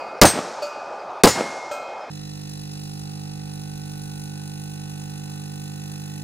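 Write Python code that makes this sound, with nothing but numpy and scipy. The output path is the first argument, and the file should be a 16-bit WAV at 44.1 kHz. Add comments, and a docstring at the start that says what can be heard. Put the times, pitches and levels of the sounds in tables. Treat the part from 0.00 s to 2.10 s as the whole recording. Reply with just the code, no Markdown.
"""An outdoor range: two pistol shots, pulse and crack, overload a camera microphone; shed and tree line throw them back.
Each bullet clangs on a close steel target, built from decaying sines and a noise splash, and knocks its hinged
centre plate open; about half a second later the plate falls shut with a clank. The woods roll with filtered-noise
echoes, faint pure ticks sound, and the steel still rings from an earlier hit."""
import sys
import numpy as np
from scipy import signal
from scipy.fft import rfft, irfft
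from scipy.io import wavfile
from scipy.ndimage import uniform_filter1d, minimum_filter1d

SR = 44100
rng = np.random.default_rng(int(sys.argv[2]) if len(sys.argv) > 2 else 0)


def output_pcm(signal):
    """Save a mono or channel-first signal as 16-bit PCM at the path in sys.argv[1].

    Samples are clipped to [-1, 1] before scaling.
    """
    pcm = np.clip(np.atleast_2d(signal).T, -1, 1) * 32767
    wavfile.write(sys.argv[1], SR, np.round(pcm).astype(np.int16))


N = 92610  # length [samples]

# All colours are (frequency [Hz], relative level [dB per Hz]); all decays are (frequency [Hz], t60 [s]).

# Steady roll of the wooded valley: (frequency [Hz], relative level [dB per Hz])
ROLL_COLOUR = [(18, -70), (30, -43), (259, -19), (415, -11), (499, -7.5), (540, -4), (844, -2.5),
               (1130, -13.5), (1220, -8.5), (1910, -26.5), (2540, -22.5), (2750, -31.5), (3400, -33),
               (5040, -32), (16000, -68)]
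ROLL_DB, ROLL_PATCHY_DB = -34, 2

# Modes of the steel target: (frequency [Hz], t60 [s], then a level [dB] for each kind of blow:
# bullet on the centre, bullet on the rim, plate shuts flat, plate shuts on its edge)
STEEL_MODES = [(587, .21, -30, -26, -18, -23), (1200, 4.5, -47, -46, -46, -54),
               (1335, .9, -42, -42, -38, -33), (1470, 3.0, -48, -50, -49, -60),
               (2143, 2.7, -56, -33, -64, -58), (2506, 1.9, -56, -50, -40, -41),
               (2815, .9, -60, -60, -48, -60), (3192, 3.0, -62, -60, -66, -53),
               (4097, .7, -52, -46, -64, -47), (4494, .2, -35, -32, -35, -50),
               (4502, 1.3, -52, -46, -48, -58), (4861, .8, -52, -47, -43, -58),
               (5143, .4, -56, -31, -56, -62), (5496, .4, -50, -34, -52, -62),
               (6240, .27, -29, -32, -53, -58), (6654, .2, -32, -56, -58, -62),
               (6724, .25, -52, -32, -56, -62), (7000, .3, -54, -26, -48, -50),
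               (7267, 2.0, -60, -54, -66, -64), (7440, .7, -58, -48, -60, -58),
               (7878, .45, -58, -38, -64, -56), (8145, .26, -34, -58, -64, -62),
               (8255, .33, -24, -58, -54, -47), (8597, .36, -60, -35, -60, -70),
               (9235, .2, -29, -58, -56, -70), (9512, .14, -60, -30, -70, -62),
               (9728, .5, -60, -58, -60, -70), (10620, .2, -56, -48, -59, -60),
               (11500, .18, -56, -48, -62, -68), (12340, .22, -48, -48, -55, -63),
               (12520, .16, -58, -45, -64, -68), (13325, .33, -42, -56, -55, -53),
               (13385, .12, -36, -40, -62, -68), (14460, .11, -46, -48, -66, -70),
               (14740, .17, -58, -46, -66, -61), (15460, .11, -35, -46, -56, -61)]
TWIN_HZ, TWIN_SHARE = 9, .2  # mean spacing of each mode's neighbour, and its relative amplitude
# Bullets on steel: (time [s], blow [index of the mode level], level [dB])
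BULLET_HITS = [(-.85, 1, 2), (0.2522, 0, 2), (1.2722, 1, 1.5)]
SURGE_DB, SURGE_S = 16, .078  # early boost of a hard hit, and how long it lasts
SURGE_HZ = 5000  # the surge is full above this pitch and fades below it
# Lead spatter: (frequency [Hz], relative level [dB per Hz]) and (frequency [Hz], t60 [s])
SPLASH_COLOUR = [(40, -32.5), (150, -24), (600, -3.5), (1500, 3.5), (3000, -4), (6000, -0.5), (9000, -9),
                 (15000, -21.5)]
SPLASH_DECAY = [(200, 0.087), (2000, 0.15), (6000, 0.14), (14000, 0.14)]
SPLASH_DB, SPLASH_RISE_S = -5.5, 0.00044
# The centre plate falls shut: (time [s], blow [index of the mode level], level [dB])
PLATE_SHUTS = [(-.09, 2, 0), (0.6205, 2, 0), (1.7115, 3, 1)]
# Noise of the shutting plate: (frequency [Hz], relative level [dB per Hz]) and (frequency [Hz], t60 [s])
CLANK_COLOUR = [(30, -27), (200, 1), (500, 13), (1400, 4), (2200, -3), (4500, -5), (7000, -3.5),
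                (10000, -16.5), (15500, -22)]
CLANK_DECAY = [(200, 0.08), (2000, 0.12), (6000, 0.33), (14000, 0.1)]
CLANK_DB, CLANK_RISE_S = -32.5, 0.003

# Pistol shots: (time [s], level [dB])
PISTOL_SHOTS = [(0.2145, -1), (1.2354, 0)]
# Direct blast and near reflections: (delay [s], thump level [dB], crack level [dB])
NEAR_PATHS = [(0, -2.5, 6), (.0009, 9.5, 19), (.0029, 21, 4), (.0054, 26.5, 14), (.0095, 18, 10.5),
              (.0136, 21, 7.5), (.0155, 13.5, 4.5), (.0205, 1, 11)]
THUMP_S, THUMP_RISE_S, CRACK_S = 0.0013, 0.00011, 0.0016  # time constants
# Crack of the blast: (frequency [Hz], relative level [dB per Hz])
CRACK_COLOUR = [(500, -17.5), (2000, -5.5), (3300, -8), (4600, -3), (6200, -7), (8000, -10), (11000, -15),
                (16000, -23)]
# Dull single echoes from the shed and the tree line: (delay [s], level [dB])
DULL_ECHOES = [(.0305, 6), (0.0355, 5), (.145, -25), (.150, -22), (.160, -20.5), (.172, -16.5)]
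# Their colour, before the low cut: (frequency [Hz], relative level [dB per Hz])
ECHO_COLOUR = [(60, -20), (180, -3), (400, -3), (620, 0), (1000, -7), (2000, -18), (5000, -30),
               (15000, -55)]
ECHO_PEAK_S, ECHO_LOW_CUT_HZ = 0.00215, 140
# Blast scattered by the ground and the shed: (frequency [Hz], relative level [dB per Hz])
# and (frequency [Hz], t60 [s])
BOOM_COLOUR = [(25, -25), (50, -11.5), (90, 4.5), (160, 4.5), (250, 0), (600, -1.5), (1000, -3.5),
               (2000, -16), (5000, -21), (15000, -32.5)]
BOOM_DECAY = [(50, .12), (200, 0.12), (700, 0.13), (3000, 0.12), (12000, 0.15)]
BOOM_DB, BOOM_RISE_S = 17.5, 0.0043
# Crack scattered at once by leaves and grass: (frequency [Hz], relative level [dB per Hz])
# and (frequency [Hz], t60 [s])
LEAVES_COLOUR = [(30, -32), (120, -3), (600, -19), (1600, 2), (3000, -2.5), (5500, 3), (9000, -11.5),
                 (15000, -31)]
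LEAVES_DECAY = [(200, .35), (2000, .45), (6000, 0.34), (14000, .35)]
LEAVES_DB, LEAVES_RISE_S = -14, 0.022
# Diffuse return from the trees: (frequency [Hz], relative level [dB per Hz]) and (frequency [Hz], t60 [s])
TREES_COLOUR = [(30, -45), (90, -14.5), (170, 3.5), (350, 3), (750, 0), (1500, -6), (3000, -18.5),
                (5500, -17), (9000, -22), (15000, -43)]
TREES_DECAY = [(60, 0.57), (200, 0.52), (700, 0.69), (2500, 0.98), (6000, 1.63), (9000, 0.79),
               (14000, 0.601)]
TREES_DB, TREES_RISE_S, TREES_DELAY_S = -22.5, 0.014, .11

# Faint metal ticks, likely spent cases landing: (time [s], frequency [Hz], level [dB])
CASE_TICKS = [(.995, 4900, -50.5), (2.01, 5150, -48)]
TICK_T60_S = 0.27

SPREAD_DB = -33  # level of a faint random stereo spread, relative to the mono sound
LIMIT_DB, RECOVER_DB_PER_S = -1, 162  # limiter threshold and recovery
AHEAD_S, SENSE_S = 0.023, 0.0089  # hold window and level-sensing window, both centred
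CEILING = 0.95  # soft-clip amplitude
EDGE_HZ = 15900  # top of the recorded band


def amp(db):
    """Turns decibels into amplitude."""
    return 10 ** (np.asarray(db) / 20)


def evened(x):
    """Scales to rms 1."""
    return x / np.sqrt(np.mean(x ** 2) + 1e-20)


def read(points, hz):
    """Reads a table on a log-frequency axis."""
    f, value = np.transpose(points)
    return np.interp(np.log(hz + 1), np.log(f + 1), value)


def clock():
    """Seconds since the start of a sound."""
    return np.arange(N) / SR


def decay(t, t60):
    """Exponential fade that falls by 60 dB in t60 seconds."""
    return np.exp(-np.log(1000) * t / t60)


def add(mix, s, sound):
    """Mixes a sound in at a time, which may lie before the start."""
    at = round(s * SR)
    sound = sound[max(-at, 0):]
    part = mix[max(at, 0):]
    part[:len(sound)] += sound[:len(part)]


def colour(x, spectrum):
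    """Filters a sound by a spectrum."""
    gain = amp(read(spectrum, np.fft.rfftfreq(N, 1 / SR)))
    return irfft(rfft(x) * gain, N)


def noise(spectrum):
    """Noise of rms 1 with the given colour."""
    return evened(colour(rng.standard_normal(N), spectrum))


def tail(spectrum, t60, rise_s):
    """Coloured noise that swells and then dies at its own speed in each band."""
    t, hz = clock(), np.fft.rfftfreq(N, 1 / SR)
    z, out = rfft(noise(spectrum)), np.zeros(N)
    centres, times = np.transpose(t60)
    # each row of the identity is a band's weight: 1 at its centre, 0 at the other centres
    for band, seconds in zip(np.eye(len(t60)), times):
        weight = read(np.c_[centres, band], hz)
        out += irfft(z * weight, N) * decay(t, seconds)
    return out * (1 - np.exp(-t / rise_s))


def valley():
    """A steady, lumpy roll of far echoes: noise with smooth random patches in time and pitch."""
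    z = signal.stft(noise(ROLL_COLOUR), SR, nperseg=1024)[2]
    patches = uniform_filter1d(rng.standard_normal(z.shape), size=10, axis=0)
    patches = evened(uniform_filter1d(patches, size=4, axis=1))
    roll = signal.istft(z * amp(ROLL_PATCHY_DB * patches), SR, nperseg=1024)[1][:N]
    return amp(ROLL_DB) * evened(roll)


def ring(blow, surge_db=0):
    """Steel modes beat with close neighbours; the blow sets their levels, a hard hit makes high ones surge."""
    t, out = clock(), np.zeros(N)
    early_db = surge_db * np.exp(-(t / SURGE_S) ** 2)
    draws = rng.random((len(STEEL_MODES), 3))
    for (hz, t60, *levels), (phase, twin_phase, spread) in zip(STEEL_MODES, draws):
        twin_hz = hz + TWIN_HZ * (.5 + spread)
        main = np.sin(2 * np.pi * (hz * t + phase))
        twin = TWIN_SHARE * np.sin(2 * np.pi * (twin_hz * t + twin_phase))
        level_db = levels[round(blow)] + early_db * min(hz / SURGE_HZ, 1) ** 2
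        out += amp(level_db) * decay(t, t60) * (main + twin)
    return out


def steel():
    """Bullets splash and ring the steel; the hinged plate clanks shut, its modes swelling in softly."""
    t, out = clock(), np.zeros(N)
    for s, blow, db in BULLET_HITS:
        splash = amp(SPLASH_DB) * tail(SPLASH_COLOUR, SPLASH_DECAY, SPLASH_RISE_S)
        add(out, s, amp(db) * (ring(blow, SURGE_DB) + splash))
    for s, blow, db in PLATE_SHUTS:
        soft_ring = ring(blow) * (1 - np.exp(-t / CLANK_RISE_S))
        clank = amp(CLANK_DB) * tail(CLANK_COLOUR, CLANK_DECAY, CLANK_RISE_S)
        add(out, s, amp(db) * (soft_ring + clank))
    return out


def blast():
    """Muzzle blast: a pressure pulse and a crack on every near path, dull echoes, and the scattered boom."""
    t, near, far = clock(), np.zeros(N), np.zeros(N)
    # pressure jumps up, then swings below zero
    thump = (1 - t / THUMP_S) * np.exp(-t / THUMP_S) * (1 - np.exp(-t / THUMP_RISE_S))
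    for delay, thump_db, crack_db in NEAR_PATHS:
        crack = noise(CRACK_COLOUR) * np.exp(-t / CRACK_S)
        add(near, delay, amp(thump_db) * thump + amp(crack_db) * crack)
    swell = t / ECHO_PEAK_S * np.exp(1 - t / ECHO_PEAK_S)
    for delay, db in DULL_ECHOES:
        add(far, delay, amp(db) * noise(ECHO_COLOUR) * swell)
    low_cut = signal.butter(2, ECHO_LOW_CUT_HZ, "high", fs=SR, output="sos")
    boom = amp(BOOM_DB) * tail(BOOM_COLOUR, BOOM_DECAY, BOOM_RISE_S)
    return near + signal.sosfilt(low_cut, far) + boom


def pistol():
    """Each shot is a blast with its scatter from the leaves, then its later return from the trees."""
    out = np.zeros(N)
    for s, db in PISTOL_SHOTS:
        leaves = amp(LEAVES_DB) * tail(LEAVES_COLOUR, LEAVES_DECAY, LEAVES_RISE_S)
        add(out, s, amp(db) * (blast() + leaves))
        trees = amp(TREES_DB) * tail(TREES_COLOUR, TREES_DECAY, TREES_RISE_S)
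        add(out, s + TREES_DELAY_S, amp(db) * trees)
    return out


def cases():
    """Tiny single-pitched ticks: decaying sines."""
    t, out = clock(), np.zeros(N)
    for s, hz, db in CASE_TICKS:
        add(out, s, amp(db) * decay(t, TICK_T60_S) * np.sin(2 * np.pi * hz * t))
    return out


def scene():
    """The mono scene is given slight stereo width by a faint random smear, opposite in left and right."""
    mono = valley() + steel() + pistol() + cases()
    taps = rng.standard_normal(size=256)
    smear = signal.oaconvolve(mono, taps / np.linalg.norm(taps))[:N]
    side = amp(SPREAD_DB) * smear
    return np.array([mono + side, mono - side])


def record(dry):
    """A look-ahead limiter ducks around loud moments, the peaks clip softly, and the band is limited."""
    power = uniform_filter1d((dry ** 2).mean(0), max(round(SENSE_S * SR), 1))
    power_db = 10 * np.log10(abs(power) + 1e-12)
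    # the sensed level jumps up at once and falls back at a steady rate
    fall = clock() * RECOVER_DB_PER_S
    held_db = np.maximum.accumulate(power_db + fall) - fall
    over_db = np.maximum(held_db - LIMIT_DB, 0)
    duck_db = minimum_filter1d(-over_db, max(round(AHEAD_S * SR), 1))
    duck_db = uniform_filter1d(duck_db, size=256)
    hot = dry * amp(duck_db) / CEILING
    clipped = CEILING * hot / (1 + hot ** 6) ** (1 / 6)
    low_pass = signal.firwin(255, EDGE_HZ, window=("kaiser", 8), fs=SR)
    return signal.oaconvolve(clipped, low_pass[None], "same")


dry = scene()
out = record(dry)
output_pcm(out)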